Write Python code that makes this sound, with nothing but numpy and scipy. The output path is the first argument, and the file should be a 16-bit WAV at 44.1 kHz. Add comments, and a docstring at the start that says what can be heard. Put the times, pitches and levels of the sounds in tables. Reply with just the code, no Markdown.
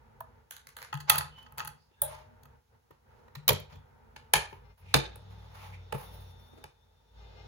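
"""In a small room, at a desk, a disc is lifted from its plastic case, laid in a small player and pressed onto the hub.
The lid is shut and latches; the case is snapped closed, pressed against the desk and laid down.
Each contact is a few ms of noise ringing resonances, with a low thud; fingers and plastic rub as swelling noise.
The drive is wavering sines and resonant noise; a faint room rush and a steady hiss lie underneath.
Two microphone ports listen from close by."""
import sys
import numpy as np
from scipy import signal
from scipy.fft import rfft, irfft, next_fast_len
from scipy.io import wavfile
from scipy.ndimage import uniform_filter1d, map_coordinates

SR = 44100
rng = np.random.default_rng(int(sys.argv[2]) if len(sys.argv) > 2 else 0)


def wrap_up_sound(samples):
    """Save the sound to the file named by the first command line argument, as 16-bit audio."""
    columns = np.atleast_2d(samples).T
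    # keep every value between -1 and 1, then stretch to whole-number steps
    tamed = np.clip(columns, -1, 1)
    steps = np.round(tamed * 32767).astype(np.int16)
    wavfile.write(sys.argv[1], SR, steps)


N = 329427  # length in samples


def amp(db):
    """Decibels to gain."""
    return 10 ** (np.asarray(db) / 20)


def unit(x):
    """Scale to rms 1."""
    return x / np.sqrt(np.mean(x ** 2) + 1e-20)


def blow(x):
    """Scale each channel to the energy of 10 ms at rms 1."""
    return x / np.linalg.norm(x, axis=-1, keepdims=True) * np.sqrt(SR / 100)


def along(points, hz):
    """Read a curve of (Hz, value) points on a log frequency axis."""
    f, v = np.transpose(points)
    return np.interp(np.log(hz + 1), np.log(f + 1), v)


def wobble(rate):
    """A smooth random curve through `rate` random knots a second."""
    knots = rng.standard_normal(int(N * rate / SR) + 4)
    return map_coordinates(knots, [np.arange(N) * rate / SR])


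def curves(rows):
    """Smoothed gain per sample for each dB column after the time column; -120 dB outside the rows."""
    s, *columns = np.transpose(rows)
    t = np.arange(N) / SR
    return [uniform_filter1d(amp(np.interp(t, s, db, -120, -120)), size=900) for db in columns]


def held(start, end, ramp_s):
    """1 from start to end, with a linear ramp centred on each edge."""
    t = np.arange(N) / SR
    return np.clip(np.minimum(t - start, end - t) / ramp_s + .5, 0, 1)


def filtered(x, response):
    """Shape x by a complex response of frequency."""
    n = x.shape[-1]
    m = next_fast_len(n + SR // 4)
    return irfft(rfft(x, m) * response(np.fft.rfftfreq(m, 1 / SR)), m)[..., :n]


def resonate(x, body):
    """Ring a body's (Hz, width Hz, dB) resonances in parallel, with alternating signs."""
    def response(f):
        total = 0
        for k, (hz, width, db) in enumerate(body):
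            total = total + (-1) ** k * amp(db) * 1j * f * width / (hz * hz - f * f + 1j * f * width)
        return total
    return filtered(x, response)


def noise(colour):
    """Two unrelated noises, rms 1 overall, with a (Hz, dB) spectrum."""
    return unit(filtered(rng.standard_normal((2, N)), lambda hz: amp(along(colour, hz))))


def ringing(body):
    """Two unrelated noises, rms 1 overall, heard through a set of resonances."""
    return unit(resonate(rng.standard_normal((2, N)), body))


def tone(hz):
    """A sine of rms 1 that follows a pitch curve."""
    return np.sqrt(2) * np.sin(2 * np.pi * (np.cumsum(hz) / SR + rng.random()))


def add(track, s, x):
    """Mix x into the track at time s."""
    part = track[:, round(s * SR):][:, :x.shape[1]]
    part += x[:, :part.shape[1]]


# How long the small room rings. Each row: frequency in Hz, mean decay time (T60) in s.
ROOM_DECAY = [(100, 0.053), (400, 0.34), (1000, 0.32), (4000, 0.31), (10000, 0.22), (16000, 0.075)]


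def in_room(x, wet_db):
    """Add a fresh tail that builds up as walls answer in uneven clumps; some bands linger, the treble dies sooner."""
    hz, t, z = signal.stft(rng.standard_normal((2, SR // 2)), SR, nperseg=256)
    build_up = 1 - np.exp(-(t / .006) ** 2)
    t60 = along(ROOM_DECAY, hz) * np.exp(.08 * rng.standard_normal(len(hz)))  # scatter from band to band
    clumps_db = 2 * rng.standard_normal(len(t))
    decay = amp(clumps_db - 60 * t / t60[:, None])
    tail = signal.istft(z * build_up * decay, SR, nperseg=256)[1]
    tail = tail / np.linalg.norm(tail[0])
    return x + amp(wet_db) * signal.fftconvolve(x, tail, axes=1)[:, :x.shape[1]]


# Colour of the microphones' own hiss. Each row: frequency in Hz, relative level in dB.
HISS_COLOUR = [(1000, -3.5), (5000, -7.5), (10000, -12), (16000, -10)]


def microphone_hiss():
    """The microphones' own steady hiss, as shaped noise."""
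    return amp(-78.5) * noise(HISS_COLOUR)


# Colour of the room's rush. Each row: frequency in Hz, relative level in dB.
ROOM_RUSH = [(18, -36.5), (30, -16.5), (59, 2), (138, -5.5), (174, -19), (239, -6.5), (287, -24.5),
             (473, -11), (684, -20.5), (913, -8), (1040, -21.5), (1430, -18.5), (4910, -46), (10800, -54.5),
             (16000, -44.5)]


def room_air():
    """The room's faint rush, as shaped noise."""
    return amp(-59.5) * noise(ROOM_RUSH)


# Runs of the lens sled. Each row: start in seconds, end in seconds, level in dB.
SLED_RUNS = [(4.636, 4.959, -73.5), (7.188, 7.5, -67)]
# Lines of its gear buzz. Each row: pitch at the start of a run in Hz, relative level in dB.
GEAR_LINES = [(415, -3.5), (800, -3), (1170, -9), (1570, -12), (2070, -6), (2430, -8), (2720, -10.5),
              (2940, -10.5), (4230, -11), (5010, -12.5), (5520, -12)]


def sled():
    """The lens sled's gears buzz as shivering sines that rise a little in pitch along each run."""
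    t, out = np.arange(N) / SR, np.zeros(N)
    for start, end, db in SLED_RUNS:
        rise = 1 + .1 * (t - start)  # share of speed gained each second
        speed = rise * (1 + .012 * wobble(250))
        buzz = sum(amp(level) * tone(hz * speed) for hz, level in GEAR_LINES)
        out += amp(db + 3 * wobble(41)) * held(start, end, ramp_s=.04) * buzz
    return out


# The drive spins up, eases off and starts again.
# Each row: time in seconds, then levels in dB for shake, hum, whirr (before a 0.5 dB lift) and whine.
DRIVE_LEVELS = [(3.7, -80.5, -76.5, -100, -110), (4.6, -57, -57, -79.5, -87),
                (5.15, -55.5, -51.5, -62.5, -75), (5.8, -56.5, -53.5, -66.5, -72),
                (6.15, -52, -46.5, -58, -64.5), (6.5, -63, -64.5, -71, -69.5),
                (7.22, -54, -58.5, -63, -70.5), (7.47, -50.5, -55, -59, -75)]
# The disc's speed. Each row: time in seconds, speed as a share of full speed.
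DISC_SPEED = [(3.7, .8), (4.6, 0.93), (5.102, 1), (5.601, 1), (5.85, 0.91), (6.101, 1), (6.5, 0.89),
              (6.85, 0.88), (7.47, 0.99)]
# Hum through the desk. Each row: pitch at full speed in Hz, relative level in dB.
HUM_LINES = [(97, -4.5), (138, -16.5), (170, -18.5), (195, -22.5)]
# Whirr in the shell. Each row: resonance in Hz, width in Hz, relative level in dB.
WHIRR_BODY = [(475, 240, 4.5), (910, 42, 2), (1200, 33, -5), (2085, 2500, -13), (2500, 280, -6.5),
              (3570, 510, -5.5), (4260, 800, -8), (4860, 160, -9), (5440, 110, -9), (6800, 320, -20)]
# The spindle's whine. Each row: mean pitch in Hz, relative level in dB.
WHINE_LINES = [(3580, -1), (4480, -16), (5630, -10), (6520, -19)]
SHAKE_HZ = 58  # the disc's imbalance, once a turn at full speed
WANDER_PER_S = 10  # knots a second in the slow wander of hum and whine


def drive():
    """The spinning disc shakes and hums through the desk; the spindle holds a thin whine and whirrs in the shell."""
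    shake, hum, whirr, whine = curves(DRIVE_LEVELS)
    speed = np.interp(np.arange(N) / SR, *np.transpose(DISC_SPEED))

    def turning_line(full_speed_hz):
        flutter = amp(3 * wobble(7.5))
        return flutter * tone(full_speed_hz * (speed + .01 * wobble(WANDER_PER_S)))

    low = shake * unit(turning_line(SHAKE_HZ))
    low += hum * unit(sum(amp(db) * turning_line(hz) for hz, db in HUM_LINES))
    shivering = 1 + .016 * wobble(400) + .005 * wobble(WANDER_PER_S)  # fast shiver, slow drift
    thin = sum(amp(db + 3.8 * wobble(30)) * tone(hz * shivering) for hz, db in WHINE_LINES)
    return low + amp(0.5) * whirr * ringing(WHIRR_BODY) + whine * thin + sled()


# The background sinks briefly. Each row: start in seconds, end in seconds, depth in dB.
QUIET_SPELLS = [(0.425, 0.905, 6.5), (1.772, 2.014, 10.5), (2.598, 2.715, 15.5), (2.769, 3.052, 11.5),
                (4.75, 4.798, 22.5), (6.688, 7.146, 10.5)]


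def background():
    """The room's rush and the drive sink together in the lulls, over the steady hiss."""
    sink_db = sum(depth_db * held(start, end, ramp_s=.076) for start, end, depth_db in QUIET_SPELLS)
    return amp(-sink_db) * (room_air() + drive()) + microphone_hiss()


def swells(rows):
    """Gain per sample for each dB column of strokes that swell quickly and fade more slowly."""
    t, peak = np.arange(N) / SR, .13  # the peak comes this far into a stroke

    def hump(s, length):
        return np.sin(np.pi / 2 * np.interp(t, [s, s + peak * length, s + length], [0, 1, 0])) ** 2

    return sum(amp(levels_db)[:, None] * hump(s, length) for s, length, *levels_db in rows)


# Fingers and plastic brush past each other.
# Each row: start in seconds, length in seconds, rub level in dB (before a 3 dB cut), hiss level in dB.
BRUSH_STROKES = [(.5, 0.068, -82, -62), (.76, 0.13, -56.5, -63.5), (1.07, 0.2, -33, -65),
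                 (1.36, 0.18, -58.5, -78), (1.572, 0.07, -40, -63), (2.05, 0.25, -48, -68.5),
                 (2.9, 0.088, -61.5, -100), (3.07, 0.28, -74.5, -95), (3.69, 0.13, -56, -77),
                 (4.48, 0.15, -61, -71), (4.77, .08, -63, -71), (5.24, 0.78, -61, -80.5),
                 (5.53, 0.27, -49.5, -66), (5.92, 0.25, -49.5, -57.5), (6.1, 0.35, -61.5, -65.5),
                 (6.36, 0.39, -67.5, -74)]
# Colour of the rub. Each row: frequency in Hz, relative level in dB.
RUB_COLOUR = [(290, -30), (500, -10), (708, -7.5), (873, 0), (1390, -10.5), (2180, -12.5), (6640, -25.5),
              (7640, -29), (8000, -60), (10400, -91.5), (17600, -120)]
# Colour of the brushing hiss. Each row: frequency in Hz, relative level in dB.
BRUSH_HISS = [(7000, -35.5), (10000, -1.5), (12000, -1.5), (13500, -7), (15200, 1), (17000, -20.5)]


def brushing():
    """Broad noise made grainy: plastic slides in tiny catches that bunch together."""
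    rub, hiss = swells(BRUSH_STROKES)
    grain = unit(amp(1.5 * wobble(160) + 2.2 * wobble(35)))  # fine catches, slower clumps
    return grain * (amp(-3.0) * rub * noise(RUB_COLOUR) + hiss * noise(BRUSH_HISS))


# Slips that sing: the disc on the tray, fingers on plastic, the case on the desk.
# Each row: start in seconds, length in seconds, pitch in Hz, width in Hz, level in dB.
SINGING_SLIPS = [(1.272, 0.22, 3020, 30.3, -58), (1.724, .2, 4700, 450, -76.5),
                 (1.863, 0.23, 3550, 130, -79), (1.88, .13, 2730, 150, -79), (1.953, .08, 1652, 30, -71),
                 (3.048, 0.16, 1890, 598, -79.5), (3.071, .27, 517, 159, -68.5),
                 (3.722, 0.086, 3420, 119, -68), (4.786, 0.29, 2400, 450, -60),
                 (5.536, 0.18, 2343, 600, -59.5), (5.711, 0.062, 2250, 300, -55),
                 (6.515, .04, 289, 110, -58), (6.565, .04, 317, 119.3, -52), (6.59, .04, 480, 140, -65)]


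def squeaks():
    """Each slip is a swell of noise in one narrow resonance, with a grainy level."""
    slips = np.zeros((2, N))
    for s, length, hz, width, db in SINGING_SLIPS:
        swell = np.hanning(round(length * SR))
        band = unit(resonate(rng.standard_normal((2, len(swell))), [(hz, width, 0)]))
        add(slips, s, amp(db) * swell * band)
    return unit(amp(2 * wobble(110))) * slips


def rubbing():
    """Brushing and singing slips share the room's answer."""
    return in_room(brushing() + squeaks(), wet_db=-7.5)


# The player or the case is pushed against the desk. Each row: time in seconds, level in dB.
DESK_PUSHES = [(1.91, -68), (4.942, -26)]
# The hollow answer. Each row: resonance in Hz, width in Hz, relative level in dB.
PUSH_BODY = [(240, 61, -2.5), (330, 220, -4), (460, 120, -14.5)]


def bumps():
    """A soft push, a smooth burst of noise through low resonances, gives a hollow knock with no click."""
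    out, t = np.zeros((2, N)), np.arange(SR // 2) / SR
    pulse = t / .0075 * np.exp(-(t / .0075) ** 2)
    for s, db in DESK_PUSHES:
        push = rng.standard_normal((2, len(t))) * pulse
        add(out, s, in_room(amp(db) * blow(resonate(push, PUSH_BODY)), wet_db=-7.5))
    return out


def thud(t, low_modes, rise_s=0.0042):
    """A heavy thing swings up slowly under a blow and rings in decaying low sines."""
    ring = np.zeros(len(t))
    for hz, db, t60 in low_modes:
        decay = amp(db + rng.normal(0, 0.45) - 60 * t / t60)
        ring += decay * np.sin(2 * np.pi * (hz * t + rng.random()))
    return blow(ring * (1 - np.exp(-(t / rise_s) ** 2)))


# The player is leaned on. Each row: time in seconds, level in dB.
LEANS = [(0.937, -30.5), (3.36, -37)]
# It rocks on its feet. Each row: mode in Hz, relative level in dB, T60 in seconds.
LEAN_MODES = [(137, 2.5, 0.19), (146, -4, 0.55)]


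def rocking():
    """A lean on the player swells into a low thump with no click."""
    out, t = np.zeros((2, N)), np.arange(SR // 2) / SR
    for s, db in LEANS:
        add(out, s, amp(db) * np.tile(thud(t, LEAN_MODES, rise_s=.016), (2, 1)))
    return out


def chatter(t, length_s):
    """A few ms of edges rattling against each other, with a partly evened-out spectrum."""
    burst = (1 - np.exp(-t / 0.0016)) * np.exp(-(t / length_s) ** 2)
    z = rfft(rng.standard_normal((2, len(t))) * burst)
    even = irfft(z / (np.abs(z) + 1e-9) ** .55, len(t))  # exponent 1 would be fully flat
    return even * np.exp(-(t / (2 * length_s)) ** 4)


# Parts of a blow: hollow, knock, crack, snap, tick. Each row: lower edge in Hz, upper edge in Hz.
BLOW_PARTS = [(220, 600), (600, 1400), (1400, 3200), (3200, 7500), (7500, 15200)]


def balanced(x, levels_db):
    """Bring each part of a blow, from hollow to tick, towards its level and thin out the bass."""
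    z, hz = rfft(x), np.fft.rfftfreq(x.shape[1], 1 / SR)
    points = []
    for (lo, hi), db in zip(BLOW_PARTS, levels_db):
        power = np.sum(np.abs(z[:, (hz > lo) & (hz < hi)]) ** 2)
        energy = 2 * power / x.size / (SR / 100)  # against 10 ms at rms 1
        gain_db = db - 10 * np.log10(energy)
        points += [(lo * 1.1, gain_db), (hi / 1.1, gain_db)]
    low_cut = hz ** 4 / (hz ** 4 + 190. ** 4)
    return irfft(z * amp(along(points, hz)) * low_cut, x.shape[1])


def contacts(rows, body, low_modes, parts_db, wet_db, raw_db, spot_db=3.0):
    """Each contact is chatter that rings the plastic, tilted by its brightness, plus a tick and a low thud."""
    out, t = np.zeros((2, N)), np.arange(SR // 2) / SR
    # brightness tilts hollow, knock, crack and snap about 2 kHz
    octaves = np.log2(np.array(BLOW_PARTS[:-1]) / 2000).mean(axis=1)
    for s, strength_db, brightness, tick_db, thud_db, length in rows:
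        rattle = chatter(t, length)
        # every spot that is struck favours other resonances
        spot = [(hz, width, db + spot_db * rng.normal()) for hz, width, db in body]
        shell = blow(resonate(rattle, spot)) + amp(raw_db) * blow(rattle)
        levels_db = [*(strength_db + brightness * octaves + parts_db), tick_db]
        click = balanced(shell, levels_db) * (t < .4)
        add(out, s, in_room(click, wet_db) + amp(thud_db) * thud(t, low_modes))
    return out


# Low modes of the desk. Each row: mode in Hz, relative level in dB, T60 in seconds.
DESK_MODES = [(62.6, -11.5, 0.26), (91.5, -7.5, 0.11), (133, 0, 0.085), (139.3, 1.5, 0.16), (186, -8, 0.11),
              (212, -11, 0.069)]
# The rosette lets go. Each row: start in seconds, strength in dB, brightness in dB per octave,
# tick in dB, thud in dB, length in seconds.
RELEASE_HITS = [(.2045, -50, -1, -48.5, -57, 0.0051)]
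# The rosette's ring. Each row: resonance in Hz, width in Hz, relative level in dB.
ROSETTE_BODY = [(654, 34, 1), (786, 130, -3), (967, 107, 0.5), (1740, 82, -3), (8600, 1000, -28),
                (14300, 1200, -19)]


def release():
    """The case's rosette lets go of the disc with a small knocking click."""
    return contacts(RELEASE_HITS, ROSETTE_BODY, DESK_MODES, parts_db=[-12.0, 10.5, -0.5, -13],
                    wet_db=-12.5, raw_db=-35)


# The cover's taps. Each row: start in seconds, strength in dB, brightness in dB per octave,
# tick in dB, thud in dB, length in seconds.
FLAP_HITS = [(.508, -51, 1.9, -45, -77, 0.004), (.522, -59, 0.8, -60, -85, 0.0022),
             (.565, -57, 2.5, -53, -81, 0.0019), (.669, -57, 0, -54.5, -63, 0.004),
             (.688, -64.5, -0.18, -63, -71, 0.0033), (.766, -50.5, -1, -49.5, -84, 0.004),
             (.786, -56.5, -2, -68, -76, .003), (.817, -52, -2.15, -59, -72, .003),
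             (.826, -51.5, -0.82, -53, -64.5, 0.0023), (.846, -58.5, -1, -61, -78, .003)]
# The cover's ring. Each row: resonance in Hz, width in Hz, relative level in dB.
COVER_RING = [(486, 50, -3.5), (908, 100, -1.5), (1160, 170, -2), (1555, 220, 4), (2080, 410, -1),
              (2920, 660, -5), (4300, 650, -7), (6300, 1600, -10.5), (11160, 3400, -9.5), (14500, 1500, -3)]


def flap():
    """The case's cover swings to and fro in light taps that ring its sheet."""
    return contacts(FLAP_HITS, COVER_RING, DESK_MODES, parts_db=[-12.5, -3.5, 1.5, -1.5],
                    wet_db=-4.0, raw_db=-15.0, spot_db=3.5)


# The disc's landing. Each row: start in seconds, strength in dB, brightness in dB per octave,
# tick in dB, thud in dB, length in seconds.
TRAY_HITS = [(.927, -38.5, -3.5, -59, -49, 0.0044), (.939, -44.5, -1, -52.5, -50, 0.0048),
             (.951, -48.5, -0.5, -60.5, -51.5, 0.0037), (.972, -52, -1, -60, -58, .005),
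             (1.001, -48, 3, -53, -56.5, 0.014), (1.096, -20, 4, -16, -35.5, 0.0074),
             (1.139, -38, -0.5, -45, -41.5, 0.019), (1.157, -36.5, -3.96, -35.5, -51, 0.0014),
             (1.18, -35, 5, -26.5, -34, 0.009), (1.207, -38, -1.5, -58.5, -54, 0.0035),
             (1.426, -67, 3, -68, -70.5, 0.0062), (1.462, -57.5, -2, -86, -63, 0.0083),
             (1.522, -62.5, -5.5, -60.5, -53, 0.0023), (1.576, -64, -6, -55, -68, .0015),
             (1.581, -44, 0.5, -41.5, -50.5, 0.0027), (1.587, -45.5, 1, -49, -58, 0.0025),
             (1.595, -44.5, 2.5, -49.5, -52.5, 0.0028), (1.603, -38, -1, -66, -57, 0.0017),
             (1.61, -50.5, -5.5, -64, -57.5, 0.0073), (1.62, -69, 5, -69, -51, 0.0016),
             (1.648, -50, -4.5, -47.5, -78, 0.0035), (1.655, -55.5, 5.5, -64.5, -73, .002),
             (1.673, -44.5, 0.5, -41.5, -49, 0.0062), (1.689, -60, 1, -69, -63.5, 0.002),
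             (2.432, -70.5, 8, -63, -62.5, 0.0049), (2.453, -64, -2, -64.5, -57, 0.0058)]
# The tray's ring. Each row: resonance in Hz, width in Hz, relative level in dB.
TRAY_RING = [(849.7, 17, 4), (1067, 24, -6.5), (1247, 31, 0), (1600, 350, 1), (1950, 180, -1),
             (2580, 110, 1), (3360, 310, -0.5), (3620, 370, -2), (4480, 260, 1), (5850, 140, -5),
             (6600, 880, -8), (10816, 1900, -5.5), (14400, 2500, -9)]
# The player rocking on its feet. Each row: mode in Hz, relative level in dB, T60 in seconds.
FEET_MODES = [(80.4, -9, 0.35), (137, -2, 0.28), (152.8, -10.5, 0.57)]


def tray():
    """The disc lands on the player and rattles into place, ringing the tray and rocking the feet."""
    return contacts(TRAY_HITS, TRAY_RING, FEET_MODES, parts_db=[-23.5, 2, -1.0, -5.5],
                    wet_db=-11.5, raw_db=-11, spot_db=2.5)


# The snap onto the hub. Each row: start in seconds, strength in dB, brightness in dB per octave,
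# tick in dB, thud in dB, length in seconds.
HUB_HITS = [(2.017, -47, 0.44, -22.5, -33.5, 0.0053)]
# The disc's ring. Each row: resonance in Hz, width in Hz, relative level in dB.
DISC_RING = [(590, 38, 13.5), (670, 140, 3), (820, 110, 1), (920, 60, -6), (1300, 170, -23),
             (1610, 87, 2.5), (3430, 370, -6), (4170, 240, -3), (8900, 1200, 1.5), (14500, 3100, 5)]
# The player's feet and the bending of the clamped disc.
# Each row: mode in Hz, relative level in dB, T60 in seconds.
FLEX_MODES = [(93.7, -2, 1), (140, 1.5, 0.85), (542, 6.5, 0.41), (618, 6.5, 0.74), (697, -7, .25),
              (884, 5, 0.45), (62.15, -2.5, 1)]


def hub():
    """The disc snaps onto the hub, ringing and bending as it is clamped."""
    return contacts(HUB_HITS, DISC_RING, FLEX_MODES, parts_db=[9.7, 13.5, 0.93, 2.3], wet_db=-5.5, raw_db=-16.0)


# The whole player under its lid. Each row: mode in Hz, relative level in dB, T60 in seconds.
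CHASSIS_MODES = [(63.5, -5.5, 0.27), (94, 0.5, 0.22), (139, -3, 0.1), (146.2, 1, 0.22), (189, -12.5, 0.23),
                 (249, -13, 0.21)]
# The lid is tipped and meets the latch. Each row: start in seconds, strength in dB,
# brightness in dB per octave, tick in dB, thud in dB, length in seconds.
HINGE_HITS = [(2.907, -66.5, -7.5, -69, -58.5, 0.0052), (3.28, -67, -5.5, -79, -73.5, 0.005),
              (3.351, -50, 0.5, -51.5, -51.5, 0.0078)]
# The hinge's ring. Each row: resonance in Hz, width in Hz, relative level in dB.
HINGE_RING = [(940, 110, 1), (1400, 200, -3.5), (1854, 60, 6.5), (2370, 400, -9), (2974, 400, -5.5),
              (3930, 300, 0.5), (6500, 2300, -13), (11230, 2500, -11), (14700, 1500, -8)]


def hinge():
    """The lid is tipped on its hinge and comes to rest on the latch in faint clicks."""
    return contacts(HINGE_HITS, HINGE_RING, CHASSIS_MODES, parts_db=[-7, 0.5, 1, -0.5], wet_db=-10, raw_db=-14)


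# The lid latches and settles. Each row: start in seconds, strength in dB, brightness in dB per octave,
# tick in dB, thud in dB, length in seconds.
LID_HITS = [(3.479, -32, 5.5, -20.5, -47, 0.0029), (3.487, -23.5, 1, -21.5, -35, 0.0098),
            (3.503, -33.5, -2, -37.5, -23.5, 0.0058), (3.516, -44, -4.5, -46, -34.5, 0.0058),
            (3.529, -46, -2.5, -38, -31.5, 0.0055), (3.598, -73, 8, -52.5, -43.5, 0.0078),
            (3.722, -60.5, -0.5, -76.5, -47.5, 0.022), (3.752, -66, -2, -72, -43.5, 0.013)]
# The lid's ring. Each row: resonance in Hz, width in Hz, relative level in dB.
LID_RING = [(420, 75, -3), (479, 37, 7), (610, 53, 2), (934, 70, 3.5), (1400, 500, -7), (1950, 160, -4),
            (2392, 190, -3.5), (2858, 200, -6.5), (3145, 240, -5), (3910, 250, -4.5), (4290, 290, -4.5),
            (5610, 900, -11.5), (5930, 254.5, -6), (7240, 270, -2.5), (7350, 190, -12), (12100, 2600, -3.5),
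            (15060, 2400, -12)]


def lid():
    """The lid is pressed home, latches and settles over the low ring of the whole player."""
    return contacts(LID_HITS, LID_RING, CHASSIS_MODES, parts_db=[0.51, -0.32, 0.61, -0.32],
                    wet_db=-13.0, raw_db=-15.5)


# The case closes. Each row: start in seconds, strength in dB, brightness in dB per octave,
# tick in dB, thud in dB, length in seconds.
CATCH_HITS = [(4.161, -49.5, 0.5, -62, -61.5, 0.0073), (4.335, -20.5, 2, -20.5, -39, 0.0049),
              (4.353, -30.5, 0, -52, -39.5, 0.0071), (4.361, -36.5, -0.5, -41, -32, 0.01),
              (4.527, -55.5, -5.5, -88, -52.5, 0.0042)]
# The closing case's ring. Each row: resonance in Hz, width in Hz, relative level in dB.
CATCH_RING = [(392, 41, -8.5), (622, 36, -5), (806, 27, 1), (892, 110, 7.5), (1072, 18, -3),
              (1233, 5.4, -2), (1698, 140, 1.5), (2240, 46, 6), (2230, 170, 4.5), (3100, 800, 0),
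              (3947, 220, -4.5), (4240, 22, 4), (4400, 270, -5.5), (4970, 130, -1), (6050, 600, -12.5),
              (6926, 300, -2.5), (7620, 690, -8), (10310, 2700, -1.5), (14500, 820, -17.5)]


def catch():
    """The case is closed and its front catch snaps, ringing the shell."""
    return contacts(CATCH_HITS, CATCH_RING, DESK_MODES, parts_db=[-7.0, 1, 1, -5.5],
                    wet_db=-8.0, raw_db=-8, spot_db=.5)


# The case on the desk. Each row: start in seconds, strength in dB, brightness in dB per octave,
# tick in dB, thud in dB, length in seconds.
CASE_HITS = [(4.940, -21.5, 6.5, -27.5, -36, 0.0048), (4.947, -35.5, -3, -40, -23.5, 0.0079),
             (4.958, -34, 1, -36.5, -30, 0.015), (5.157, -61, -1.5, -54.5, -58, 0.004),
             (5.923, -40.5, -2, -49, -42, 0.005), (5.945, -50, -5, -53.5, -31, 0.013),
             (6.639, -51, 1, -55.5, -54, 0.0037)]
# The shut case's ring. 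Each row: resonance in Hz, width in Hz, relative level in dB.
CASE_RING = [(240, 18, -7), (375.6, 59, -0.5), (474.7, 97, 2), (609.3, 69, 1), (854, 36, 4), (939, 200, -5),
             (1623, 210, 3), (1960, 180, 2), (2366, 260, 4), (3035, 400, -3.5), (3520, 60, -2.5),
             (3840, 630, -3.5), (4135, 50, -3.5), (4435, 270, -8), (5040, 230, -8), (5640, 780, -15.5),
             (6200, 220, -11.5), (6500, 400, -9.5), (7880, 460, -2.5), (10900, 3300, -2),
             (15000, 1300, -23)]


def case():
    """The case is pressed shut against the desk, then laid down, ringing shell and desk."""
    return contacts(CASE_HITS, CASE_RING, DESK_MODES, parts_db=[0.0, 5.5, 0.5, -6.0],
                    wet_db=-10.0, raw_db=-9.5, spot_db=1.0)


def scene():
    """The background, the rubbing and soft pushes, then every plastic thing's contacts."""
    soft = background() + rubbing() + bumps() + rocking()
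    disc = release() + flap() + tray() + hub()
    closing = hinge() + lid() + catch() + case()
    return soft + disc + closing


# How alike the ports hear. Each row: frequency in Hz, left-right likeness (1 is identical).
LIKENESS = [(100, 0.98), (450, 0.35), (1000, 0.037), (1500, 0.12), (5000, 0.23), (7000, 0.43), (8500, 1),
            (16000, 0.84)]
# Phase between the ports. Each row: frequency in Hz, lead of the left in radians.
LEFT_LEAD = [(80, 0), (200, 1), (340, 4.3), (430, 5.6), (550, 8.6), (800, 12.2), (1000, 13.5), (1300, 14.3),
             (2000, 17.3), (2500, 16.5), (3200, 13.8), (4000, 13.2), (4500, 15), (5300, 15.3), (6000, 12.9),
             (8000, 9.7), (9000, 8.8), (10000, 6.8), (12000, 5.1), (13500, 3.2), (15200, .4)]
# Level between the ports. Each row: frequency in Hz, left minus right in dB.
LEFT_BALANCE = [(700, -1), (1200, 0.5), (2500, -0.5), (3800, -2.5), (5000, -5.5), (6200, -3.5), (7200, 0)]


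def record(dry):
    """Two ports hear alike in bass and top treble, with a phase shift between them; peaks are rounded off."""
    def blend(hz):
        turn = np.arccos(np.clip(along(LIKENESS, hz), -1, 1)) / 2
        return np.array([np.cos(turn), np.sin(turn)])

    def tilt(hz):
        left = amp(along(LEFT_BALANCE, hz) / 2) * np.exp(.5j * along(LEFT_LEAD, hz))
        return np.array([left, 1 / left])

    def passband(hz):
        # from about 32 Hz to a steep edge at 16.2 kHz
        return hz ** 6 / (hz ** 6 + 32. ** 6) / (1 + (hz / 16200) ** 110)

    shared, apart = filtered(dry, blend)
    ports = filtered(np.array([shared + apart, shared - apart]), tilt)
    rounded = ports / (1 + np.abs(ports / .9) ** 6) ** (1 / 6)
    return filtered(rounded, passband)


dry = scene()
out = record(dry)
wrap_up_sound(out)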